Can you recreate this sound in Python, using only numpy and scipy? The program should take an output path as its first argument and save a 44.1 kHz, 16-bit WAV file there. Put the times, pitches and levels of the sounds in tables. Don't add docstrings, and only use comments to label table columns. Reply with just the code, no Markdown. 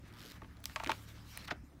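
import sys
import numpy as np
from scipy import signal
from scipy.fft import rfft, irfft, next_fast_len
from scipy.io import wavfile
from scipy.ndimage import uniform_filter1d, map_coordinates

SR = 44100
rng = np.random.default_rng(int(sys.argv[2]) if len(sys.argv) > 2 else 0)


def wrap_up_sound(samples):
    columns = np.atleast_2d(samples).T
    tamed = np.clip(columns, -1, 1)
    steps = np.round(tamed * 32767).astype(np.int16)
    wavfile.write(sys.argv[1], SR, steps)


N = 79380


def amp(db):
    return 10 ** (np.asarray(db) / 20)


def unit(x):
    return x / np.sqrt(np.mean(x ** 2) + 1e-20)


def curves(rows):
    s, *cols = np.transpose(rows)
    return [np.interp(np.arange(N) / SR, s, c) for c in cols]


def wobble(rate):
    return map_coordinates(rng.standard_normal(N // 10), [np.arange(N) * rate / SR])


def filtered(x, response):
    m = next_fast_len(len(x) + 2048)
    return irfft(rfft(x, m) * response(np.fft.rfftfreq(m, 1 / SR)), m)[:len(x)]


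def peak(f, hz, width_hz):
    return 1j * f * width_hz / (hz * hz - f * f + 1j * f * width_hz)


def hiss(spectrum, patchy_db, grit_db):
    grainy = rng.standard_normal(N) * amp(grit_db * wobble(900))
    z = signal.stft(grainy, nperseg=512)[2]
    field = uniform_filter1d(rng.standard_normal(z.shape), 6, axis=0)
    field = uniform_filter1d(field, 8, axis=1)
    patchy = signal.istft(z * amp(patchy_db * unit(field)), nperseg=512)[1][:N]
    f, db = np.transpose(spectrum)

    def colour(hz):
        return amp(np.interp(np.log(hz + 1), np.log(f), db, left=-120, right=-120))

    return unit(filtered(patchy, colour))


def room():
    # [multiple of the fundamental, sine peak level/dB before the lift]
    steady = [(1, -67), (4, -68), (5, -67.5), (8, -71.5)]
    # [t/s, second multiple level/dB, third multiple level/dB], also before the lift
    swell = [(0.0, -55, -56.5), (0.1, -59.5, -62.5), (0.174, -67, -56.5), (0.264, -77, -74),
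             (0.366, -59, -61), (0.476, -65, -58.5), (0.506, -54, -63), (0.656, -60.5, -58),
             (0.69, -50, -55), (0.726, -58, -62.5), (0.976, -58, -54), (1.638, -55.5, -61),
             (1.674, -59, -81), (1.8, -60.5, -70.5)]
    # [f/Hz, relative density/dB per Hz]
    room_colour = [(18, -56), (30, -15), (55, 1.5), (90, -7.5), (150, -5), (300, -9), (420, -19.5),
                   (1000, -25.5), (2500, -36.5), (5000, -37.5), (15700, -45), (16100, -75)]
    hum_hz, lift_db, waver_db, waver_rad = 35.74, 1, 1.5, 1.25
    noise_db = -58
    t = np.arange(N) / SR
    hum = np.zeros(N)
    for k, db in list(steady) + list(zip((2, 3), curves(swell))):
        level = amp(db + lift_db + waver_db * wobble(5.11))
        phase = waver_rad * wobble(5.03) + rng.uniform(0, 2 * np.pi)
        hum += level * np.sin(2 * np.pi * k * hum_hz * t + phase)
    return hum + amp(noise_db) * hiss(room_colour, 3.3, 0.33)


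def rubbing():
    # [t/s, body level/dB, rustle level/dB, treble level/dB]
    slide = [(0, -79, -82, -93.5), (.04, -66, -73, -89), (.08, -64.5, -67, -73), (.12, -65, -79, -88),
             (.2, -59.5, -64, -71.5), (.28, -64, -64, -74), (.3, -61, -60, -65), (.322, -58.5, -61, -71),
             (.335, -63, -69, -71), (.365, -58, -64.5, -71.5), (.395, -69, -77.5, -84),
             (.5, -67.5, -77, -84), (.635, -71.5, -79, -90), (.66, -68, -70, -64.5), (.72, -63, -62, -68),
             (.75, -66.5, -66, -66), (.79, -58.5, -62.5, -69.5), (.88, -55.5, -65.5, -66),
             (.94, -66, -57.5, -65), (1.0, -65.5, -66, -67.5), (1.04, -66.5, -65.5, -65.5),
             (1.065, -66.5, -67.5, -75), (1.09, -62.5, -61, -67.5), (1.135, -68, -68.5, -70.5),
             (1.16, -62, -63, -74.5), (1.24, -67, -68.5, -75), (1.31, -68, -60, -63.5),
             (1.35, -59, -56, -68), (1.41, -60.5, -59.5, -69), (1.435, -60, -64, -70),
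             (1.454, -56, -52, -61), (1.459, -64, -64, -76), (1.47, -73, -72, -77), (1.478, -51, -52, -61),
             (1.486, -48, -58, -70), (1.49, -52, -83, -82), (1.503, -60, -69, -71),
             (1.508, -46.5, -46.5, -71.5), (1.523, -45.5, -54.5, -68), (1.529, -63, -68, -82),
             (1.54, -66, -81, -91.5), (1.6, -74, -86, -95), (1.8, -75.5, -94.5, -97)]
    # [f/Hz, relative density/dB per Hz]
    body_colour = [(250, -36), (450, -14.5), (700, -5.5), (1200, 1.5), (2200, -1.5), (3500, -17.5),
                   (5000, -76)]
    rustle_colour = [(1200, -50), (2300, 2.5), (4000, 4), (6000, -0.5), (8000, -17), (11000, -72)]
    treble_colour = [(4000, -40), (7000, 3), (10500, -1.5), (13500, 2), (15700, -2.5), (16100, -54)]
    body_db, rustle_db, treble_db = curves(slide)
    body = amp(body_db) * hiss(body_colour, 1.9, 1.5)
    rustle = amp(rustle_db) * hiss(rustle_colour, 2.7, 0.97)
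    treble = amp(treble_db) * hiss(treble_colour, 1.2, .8)
    return body + rustle + treble


def fingertip():
    # [t/s, slips so far]
    travel = [(.111, -1), (.1269, 1), (.1396, 2), (.195, 9), (.228, 12), (.2947, 20), (.3005, 21),
              (.313, 22), (.3197, 23), (.326, 24)]
    # [t/s, level/dB]
    press = [(0.111, -72), (.13, -59), (.14, -57.5), (.155, -65), (.178, -57), (.19, -52.5), (.235, -53),
             (.26, -48), (.295, -56.5), (.32, -46.5), (.325, -68)]
    # [f/Hz, relative density/dB per Hz]
    slip_colour = [(600, -26), (1600, -4), (2300, -11), (3000, 2), (5500, -5.5), (8000, -11.5),
                   (10500, -13), (13000, -10.5), (15700, -17.5), (16100, -50)]
    drag_colour = [(120, -26), (220, 3), (350, -2.5), (550, -7.5), (800, -15)]
    sharpness, scatter_db, drag_db = 2.9, 1, -10
    count, = curves(travel)
    before = [(0, -120), (press[0][0] - .01, -120)]
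    after = [(press[-1][0] + .01, -120)]
    press_db, = curves(before + list(press) + after)
    size = amp(scatter_db * rng.standard_normal(40))[np.round(count).astype(int) + 1]
    gate = np.cos(np.pi * count) ** 2
    slips = size * gate ** sharpness * hiss(slip_colour, 1.5, 1.1)
    drag = amp(drag_db) * hiss(drag_colour, 1.5, 1.1)
    return amp(press_db) * (slips + drag)


def buckles():
    # [t/s, burst peak level/dB before the sheet rings, pitch f/Hz, rise/s, t60/s,
    # treble crack peak level/dB relative to the burst]
    buckle_rows = [(.418, -42.5, 1160, 0.0011, 0.02, -25), (.421, -51, 288, 0.0043, 0.046, -40),
                   (0.433, -53, 2000, .001, 0.0233, -20), (0.4449, -47, 1550, 0.00067, 0.02, -28),
                   (.569, -53, 4070, 0.00043, 0.018, -11), (.603, -66.5, 3020, .0003, 0.0088, 15),
                   (0.6389, -51, 5000, 0.000062, 0.0035, 3), (0.6412, -36, 3250, 0.00018, 0.007, 3),
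                   (.6535, -59, 2200, .001, .01, -10.5), (0.6562, -25.5, 5000, 0.00023, 0.0044, 4),
                   (.6575, -42, 2280, 0.000424, 0.01, -10), (0.6968, -43.5, 1820, .0003, 0.014, -22.5),
                   (.7602, -22.5, 3120, 0.0003, 0.028, -29), (.7605, -38.5, 580, .001, .03, -40),
                   (.7628, -30, 1120, .0005, 0.022, -35), (0.7994, -32.5, 2200, 0.00037, 0.012, -27),
                   (.802, -33, 1040, 0.000384, 0.015, -32), (.816, -47, 1500, 0.00078, 0.0177, -23),
                   (0.8333, -33.5, 960, 0.00058, 0.026, -28), (.8377, -35, 5000, 0.00049, 0.0081, -20),
                   (.845, -31.5, 2640, .0003, 0.0069, -12), (0.8622, -39.5, 295, 0.0023, 0.12, -40),
                   (.862, -29, 2200, 0.00047, 0.022, -33), (0.8728, -30.5, 2460, .0007, 0.0071, -28),
                   (0.893, -24.5, 885, 0.00085, 0.0146, -33.5), (0.895, -27, 4300, 0.00049, 0.024, -23),
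                   (.897, -39.5, 280, 0.0035, 0.13, -40), (0.902, -34, 2400, 0.00098, .025, -25),
                   (.901, -32, 1170, 0.0025, 0.042, -20), (0.916, -24, 2400, 0.00099, .015, -14),
                   (.918, -30.5, 990, 0.00067, 0.023, -31.5), (1.085, -52, 2400, 0.00088, .01, -6),
                   (1.089, -52.5, 2400, 0.00071, 0.013, 2), (1.372, -33, 1840, .003, 0.0066, 7.5),
                   (1.4815, -37.5, 1600, 0.00057, 0.012, -5.5), (1.485, -41.5, 1270, 0.00285, 0.074, -29),
                   (1.505, -29.5, 1520, 0.0048, 0.043, -34.5), (1.5127, -29.5, 1400, .0003, 0.017, -32),
                   (1.5098, -31.5, 2880, 0.00069, 0.012, -37), (1.511, -42, 280, 0.0033, 0.067, -40),
                   (1.513, -36.5, 640, 0.0011, 0.025, -35)]
    # [f/Hz, width/Hz, level/dB]
    sheet_modes = [(280, 74, -4.5), (640, 69, -0.5), (885, 40, 0.5), (1120, 73, -2.5), (2400, 150, -5),
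                   (3060, 720, -16.5)]
    width_share = 1.91
    grit_db, snap = 5, 6.7
    crack_hz, crack_faster = 11140, 1.27
    lag_s = 0.001227
    knock_hz, knock_width_hz = 2200, 213
    dull_hz = 5000
    shiver_db, shiver_t60_s = -12, 0.15

    def late(f):
        return np.exp(-4j * np.pi * lag_s * np.sqrt(1000 * f) + 1j * np.pi * f * lag_s)

    out, t = np.zeros(N + SR), np.arange(SR // 8) / SR
    for s, db, hz, rise, t60, crack_db in buckle_rows:
        body_noise, crack_noise, grit_noise = rng.standard_normal((3, len(t)))
        grit = amp(grit_db * unit(uniform_filter1d(grit_noise, size=12)))
        kick = snap * (t // (1 / SR) == round(rise * SR))

        def shape(life):
            return np.minimum(t / rise, 1) * amp(-60 * np.maximum(t - rise, 0) / life)

        def body_response(f):
            knock = 1 + knock_hz / hz * peak(f, hz, knock_width_hz)
            band = peak(f, hz, width_share * hz) ** 2
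            return late(f) * knock * band / (1 + 1j * f / dull_hz) ** 2

        body = filtered((body_noise * grit + kick) * shape(t60), body_response)
        crack = filtered((crack_noise + kick) * shape(t60 / crack_faster),
                         lambda f: peak(f, crack_hz, crack_hz) ** 2)
        both = body / np.abs(body).max() + amp(crack_db) * crack / np.abs(crack).max()
        out[round(s * SR):][:len(t)] += amp(db) * both
    rung = filtered(out[:N], lambda f: 1 + sum(amp(db) * peak(f, c, w) for c, w, db in sheet_modes))
    t = np.arange(SR // 4) / SR
    tail = rng.standard_normal(len(t)) * amp(-60 * t / shiver_t60_s) * np.minimum(t / 0.004, 1)
    tail = filtered(tail / np.linalg.norm(tail), lambda f: 1 / (1 + 1j * f / 5000))
    return rung + amp(shiver_db) * signal.fftconvolve(rung, tail)[:N]


def scene():
    return (room() + rubbing() + fingertip() + buckles())[None]


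def record(dry):
    return filtered(dry[0], lambda hz: hz < 16900)[None]


dry = scene()
out = record(dry)
wrap_up_sound(out)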